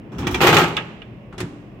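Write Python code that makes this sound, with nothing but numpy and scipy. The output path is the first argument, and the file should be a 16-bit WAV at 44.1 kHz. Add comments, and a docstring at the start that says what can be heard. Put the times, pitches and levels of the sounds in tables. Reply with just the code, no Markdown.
"""Vending machine delivers a bottle

A plastic bottle tips out of the carrier, knocks through a flap and clatters into the delivery port.
The port's catch clicks and the carrier's gate swings shut with a thud. Each blow is a burst of dense
panel noise plus a few clear ringing modes, and the cabinet booms underneath. The carrier's motor
whirrs briefly; the cooling unit hums and its fan rushes throughout, in a hard-walled corridor."""
import sys
import numpy as np
from scipy import signal
from scipy.fft import rfft, irfft
from scipy.io import wavfile
from scipy.ndimage import uniform_filter1d

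SR = 44100
rng = np.random.default_rng(int(sys.argv[2]) if len(sys.argv) > 2 else 0)


def inscribe(sig):
    """Save sig as 16-bit PCM at rate SR to the path in sys.argv[1].

    A 1-D sig is mono; a 2-D sig holds one channel per row.
    Samples are clipped to [-1, 1] before scaling.
    """
    pcm = np.round(np.clip(np.atleast_2d(sig).T, -1, 1) * 32767)
    wavfile.write(sys.argv[1], SR, pcm.astype(np.int16))


N = 79380
TIME = np.arange(N) / SR
FREQS = np.maximum(np.arange(N // 2 + 1) * SR / N, 1)

# Borders of the five registers (thud, knock, clack, crack, tick): edge_hz
REGISTER_EDGES_HZ = [80, 520, 1700, 4100, 9500, 17000]
# Where the mechanism sits in the stereo picture: freq_hz, left_minus_right_db
MACHINE_BALANCE = [(100, -0.5), (500, 0.5), (770, 3.5), (1400, 2.5), (2000, 3.5), (2800, -10.5),
                   (4000, -11.5), (6400, -4), (9800, -0.5), (15000, -1)]
# Diffuse sound, centred in the lows and wide on top: freq_hz, left_right_correlation
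DIFFUSE_LIKENESS = [(350, 0.92), (800, 0.46), (1500, 0)]


def from_db(db):
    """Decibels to gain."""
    return 10 ** (np.asarray(db) / 20)


def at_hz(points, hz):
    """Read a curve on a log-frequency axis."""
    points_hz, values = np.array(points).T
    return np.interp(np.log(hz), np.log(points_hz), values)


def pan(db):
    """Left and right gains at constant total power, the left louder by db."""
    gains = from_db(np.array([db / 2, -db / 2]))
    return gains / np.sqrt(np.mean(gains ** 2, axis=0))


def noise(colour, likeness, balance, low_hz=15, high_hz=20000):
    """Coloured stereo noise between two steep band edges, at unit rms."""
    mid, side = rfft(rng.standard_normal((2, N)))
    alike = np.clip(at_hz(likeness, FREQS), -.995, .995)
    pair = np.sqrt(1 + alike) * mid + np.sqrt(1 - alike) * side * [[1], [-1]]
    band = 1 / np.sqrt((1 + (low_hz / FREQS) ** 12) * (1 + (FREQS / high_hz) ** 12))
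    shaped = irfft(pair * band * from_db(at_hz(colour, FREQS)) * pan(at_hz(balance, FREQS)), N)
    return shaped / np.sqrt(np.mean(shaped ** 2) + 1e-20)


def evened(x):
    """Ride the level of a noise to take out its chance swells."""
    return x / np.sqrt(uniform_filter1d(np.mean(x ** 2, axis=0), size=700) + 1e-12)


def struck(start_s, rise_s, t60_s):
    """Envelope of a blow: quick rise, exponential decay."""
    age = np.maximum(TIME - start_s, 0)
    return (1 - np.exp(-age / rise_s)) * np.exp(-np.minimum(np.log(1000) * age / t60_s, 40))


def cooling_unit():
    """Compressor hum and a thin whine under the rush of the fan, with a faint hiss on top."""
    # Steady hum and whine tones: pitch_hz, rms_db
    tones = [(60, -58), (120, -50), (164, -54.5), (208, -49.5), (5200, -86)]
    # Spectra of the fan's rush and of the hiss: freq_hz, relative_db
    fan_colour = [(22, -33), (45, -8.5), (87, -16.5), (108, -4.5), (205, -8.5), (335, -13), (466, -18),
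                  (595, -18.5), (868, -28), (1110, -27.5), (1320, -35), (2750, -32), (5000, -68),
                  (6500, -93)]
    hiss_colour = [(4000, 7), (10000, -6.5), (14000, -2)]
    # Stereo placement of both: freq_hz, left_minus_right_db
    balance = [(1200, 0.5), (2500, -6.5), (6000, -16), (10000, 6)]
    hum = sum(from_db(db) * np.sqrt(2) * np.sin(2 * np.pi * (hz * TIME + rng.random()))
              for hz, db in tones)
    fan = from_db(-40.5) * noise(fan_colour, DIFFUSE_LIKENESS, balance, high_hz=6000)
    hiss = from_db(-71) * noise(hiss_colour, DIFFUSE_LIKENESS, balance)
    return hum + fan + hiss


def carrier_motor():
    """A low whirr that dies away as the carrier tips the bottle out."""
    # Spectrum of the whirr: freq_hz, relative_db
    colour = [(200, -3), (320, -5.5), (500, -16), (2500, -34)]
    stop_s, fade_s = 0.25, 0.063
    running = np.clip((stop_s - TIME) / fade_s + 1, 0, 1)
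    whirr = noise(colour, DIFFUSE_LIKENESS, MACHINE_BALANCE, low_hz=169, high_hz=3000)
    return from_db(-43.5) * running * whirr


def panels(blows, colour, room_db, snap_db):
    """Blows snap and stir the dense modes of plastic and sheet metal; the corridor holds their energy."""
    # Panel envelope, one value per register: attack_s; multiplier of a blow's base_t60_s
    attack_s = [0.0055, 0.0048, 0.0037, 0.0012, 0.0023]
    ring_scale = [1.52, 1.18, 1.49, 1.3, 0.81]
    # Corridor reverb, one value per register: send_db (added to room_db); t60_s
    send_db = [-8, -10, -16, -17.5, -17]
    room_t60_s = [0.92, 0.81, 1, 0.8, 0.48]
    # Stereo width of the direct sound: freq_hz, left_right_correlation
    direct_likeness = [(800, 1), (1300, 0.63), (2100, -0.2), (3300, 0.04), (12000, 0.059)]
    # Stereo placement of the reverb: freq_hz, left_minus_right_db
    room_balance = [(1200, -0.5), (2800, -7), (6000, -2), (12000, 1.5)]
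    dulled = [(hz, db - 5 * (hz / 10000) ** 2) for hz, db in colour]  # air softens the reverb's top
    snaps = [from_db(snap_db) * struck(start_s, rise_s=0.00057, t60_s=0.023) for start_s, *_ in blows]
    out = 0
    for k, edges in enumerate(zip(REGISTER_EDGES_HZ, REGISTER_EDGES_HZ[1:])):
        power = 0
        for (start_s, *levels_db, base_t60_s, _), snap in zip(blows, snaps):
            body = struck(start_s, attack_s[k], base_t60_s * ring_scale[k])
            power += from_db(levels_db[k]) ** 2 * (body ** 2 + snap ** 2)
        feedback = np.exp(-2 * np.log(1000) / (room_t60_s[k] * SR))
        lingering = signal.lfilter([1 - feedback], [1, -feedback], power)
        direct = np.sqrt(power) * evened(noise(colour, direct_likeness, MACHINE_BALANCE, *edges))
        reverb = np.sqrt(lingering) * evened(noise(dulled, DIFFUSE_LIKENESS, room_balance, *edges))
        out += direct + from_db(send_db[k] + room_db) * reverb
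    return out


def ringing(blows, modes, favour_db):
    """A part's clear modes: every blow strikes them all, boosting those its point of contact favours."""
    favour_octaves, rise_cycles = 0.25, 0.39
    out = np.zeros((2, N))
    for hz, mode_db, t60_s in modes:
        impulses = np.zeros(N)
        register = np.searchsorted(REGISTER_EDGES_HZ[1:-1], hz)
        for start_s, *levels_db, _, favoured_hz in blows:
            nearness = np.exp(-(np.log2(hz / favoured_hz) / favour_octaves) ** 2)
            impulses[int(start_s * SR)] = from_db(levels_db[register] + mode_db + favour_db * nearness)
        ring = struck(0, rise_cycles / hz, t60_s) * np.sin(2 * np.pi * hz * TIME)
        out += pan(at_hz(MACHINE_BALANCE, hz))[:, None] * signal.fftconvolve(impulses, ring[:N // 2])[:N]
    return out


def flap_knocks():
    """The bottle tips out of the carrier and knocks against the flap."""
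    # Knocks: start_s, thud_db, knock_db, clack_db, crack_db, tick_db, base_t60_s, favoured_hz
    blows = [(.119, -33, -42.5, -51, -58.5, -68, 0.49, 201),
             (.183, -25.5, -31.5, -37.5, -40, -46, 0.18, 220), (.222, -27, -35, -38.5, -65, -75, 0.43, 291),
             (.269, -17.5, -17.5, -19.5, -26.5, -33, 0.062, 298),
             (.308, -41.5, -34, -37.5, -41, -40, 0.26, 360),
             (.344, -19, -17.5, -17.5, -27.5, -37.5, 0.063, 2400)]
    # Hollow tone of the dense modes: freq_hz, relative_db
    colour = [(47, -46), (80, -1), (252, -0.5), (358, -3.5), (607, -25), (845, -15.5), (2130, -23.5),
              (2380, -19), (3310, -23.5), (4720, -38), (5500, -30.5), (10200, -46.5), (15500, -39.5)]
    # Clear modes of the flap: pitch_hz, relative_db, t60_s
    modes = [(288.5, -7.5, 0.13), (357.1, -11, 0.41), (1320, -11, 0.0795), (1904, -9.5, 0.12),
             (2364, -7, 0.083), (3370, -0.5, 0.026)]
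    return panels(blows, colour, room_db=9.5, snap_db=-7) + ringing(blows, modes, favour_db=6.5)


def cabinet_boom():
    """The bottle's weight and the closing gate set the cabinet wall's lowest mode booming."""
    # Soft pushes on the wall: start_s, level_db
    pushes = [(0.169, -24), (0.212, -53), (.318, -21.5), (.405, -32), (.468, -47), (0.584, -28.5),
              (1.409, -39)]
    pitch_hz, rise_s, t60_s = 65.6, 0.011, 0.4
    return sum(from_db(db) * struck(start_s, rise_s, t60_s)
               * np.sin(2 * np.pi * pitch_hz * (TIME - start_s)) for start_s, db in pushes)


def port_clatter():
    """The bottle lands and bounces in the delivery port."""
    # Bounces: start_s, thud_db, knock_db, clack_db, crack_db, tick_db, base_t60_s, favoured_hz
    blows = [(.405, -22, -18.5, -17.5, -32.5, -43, 0.13, 372),
             (.413, -15.5, -15, -16.5, -24, -28, 0.25, 304), (.433, -18, -15.5, -17, -28, -31.5, 0.35, 359),
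             (.468, -13, -12.5, -11, -19, -23.5, 0.17, 2496),
             (.490, -13, -17, -22, -26.5, -40.5, 0.13, 162), (.528, -13, -11, -12.5, -25, -31.5, 0.12, 857),
             (.543, -16.5, -29, -20.5, -22, -30, 0.12, 1066),
             (.567, -19.5, -11.5, -8, -17, -28, 0.063, 2900),
             (.582, -19.5, -13.5, -15.5, -23.5, -28.5, 0.22, 1280),
             (.615, -18, -23, -21, -35, -46, 0.098, 415), (.638, -27, -20.5, -17.5, -30, -46, 0.055, 860),
             (.681, -32, -47, -43, -42, -45, 0.087, 398)]
    # Boxy tone of the dense modes: freq_hz, relative_db
    colour = [(47, -33.5), (80, -10.5), (162, -1), (230, -11.5), (350, -4.5), (520, -7.5), (741, -8.5),
              (827, -0.5), (944, -8.5), (1230, -6), (1710, -15), (2840, -15.5), (5150, -33.5),
              (7490, -35.5), (9760, -45), (13300, -33.5), (15500, -39.5)]
    # Clear modes of the port: pitch_hz, relative_db, t60_s
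    modes = [(122, -9.5, 0.18), (166.4, -7, 0.68), (356.3, -4, 0.22), (408, -8, 0.66), (554, -18.5, 0.44),
             (813, -24, 0.32), (861, -14, 0.34), (1098, -12, 0.52), (1160, -11, 0.37), (1270, -8.5, 0.22),
             (1382, -12.5, 0.27), (1586, -16, 0.31), (1885, -12.5, 0.14), (2490, -14, 0.23),
             (2905, -21.5, 0.46)]
    return panels(blows, colour, room_db=1.5, snap_db=1.5) + ringing(blows, modes, favour_db=5.5)


def catch_clicks():
    """The port's catch gives a sharp double click, then a faint single one."""
    # Clicks: start_s, thud_db, knock_db, clack_db, crack_db, tick_db, base_t60_s, favoured_hz
    blows = [(.7675, -34, -36, -17, -22, -41.5, 0.023, 3310), (.774, -29, -22, -22.5, -33, -62, 0.1, 1470),
             (1.019, -52, -41.5, -37, -55, -80, 0.043, 2600)]
    # Bright tone of the dense modes: freq_hz, relative_db
    colour = [(120, -16.5), (200, -16), (575, -18), (812, -2), (1050, -13.5), (1590, -4), (2800, 10),
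              (3600, -7.5), (4500, -20.5), (15500, -43)]
    # Clear modes of the catch: pitch_hz, relative_db, t60_s
    modes = [(1195, -3, 0.048), (1267, -7.5, 0.15), (1620, -7, 0.1), (2386, -7, 0.067), (2863, -3.5, 0.039),
             (3460, -9.5, 0.1), (3660, -17.5, 0.091)]
    return panels(blows, colour, room_db=0, snap_db=2) + ringing(blows, modes, favour_db=8)


def gate_thud():
    """The carrier's gate swings back and shuts with a thud."""
    # Contacts: start_s, thud_db, knock_db, clack_db, crack_db, tick_db, base_t60_s, favoured_hz
    blows = [(1.326, -58, -38, -47.5, -61.5, -72, 0.13, 1380),
             (1.380, -36, -35.5, -35.5, -41, -54, 0.18, 3370),
             (1.403, -27, -27.5, -27, -33, -38, 0.072, 348), (1.4305, -27.5, -38, -59, -70, -75, .1, 171)]
    # Dark tone of the dense modes: freq_hz, relative_db
    colour = [(47, -37), (80, -9), (109, 5), (252, 1.5), (374, 2), (569, -18.5), (864, -16.5),
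              (1260, -17.5), (3390, -29.5), (4410, -36), (7660, -38.5), (15500, -54)]
    # Clear modes of the gate: pitch_hz, relative_db, t60_s
    modes = [(115.6, 4.5, 0.14), (179, -1.5, 0.12), (290.4, -12, 1), (357, 0, 0.099), (1390, -11, 0.032),
             (3420, -11.5, 0.12)]
    return panels(blows, colour, room_db=4, snap_db=1) + ringing(blows, modes, favour_db=7.5)


def scene():
    """The bottle's delivery over the bed of the running machine."""
    delivery = flap_knocks() + cabinet_boom() + port_clatter() + catch_clicks() + gate_thud()
    return delivery + carrier_motor() + cooling_unit()


def record(dry):
    """Soft saturation rounds the peaks and a steep low-pass trims the very top."""
    rounded = 1.417 * np.tanh(dry / 1.388)
    cutoff_hz = 15830
    return signal.sosfilt(signal.ellip(12, .1, 80, cutoff_hz, fs=SR, output="sos"), rounded)


dry = scene()
out = record(dry)
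inscribe(out)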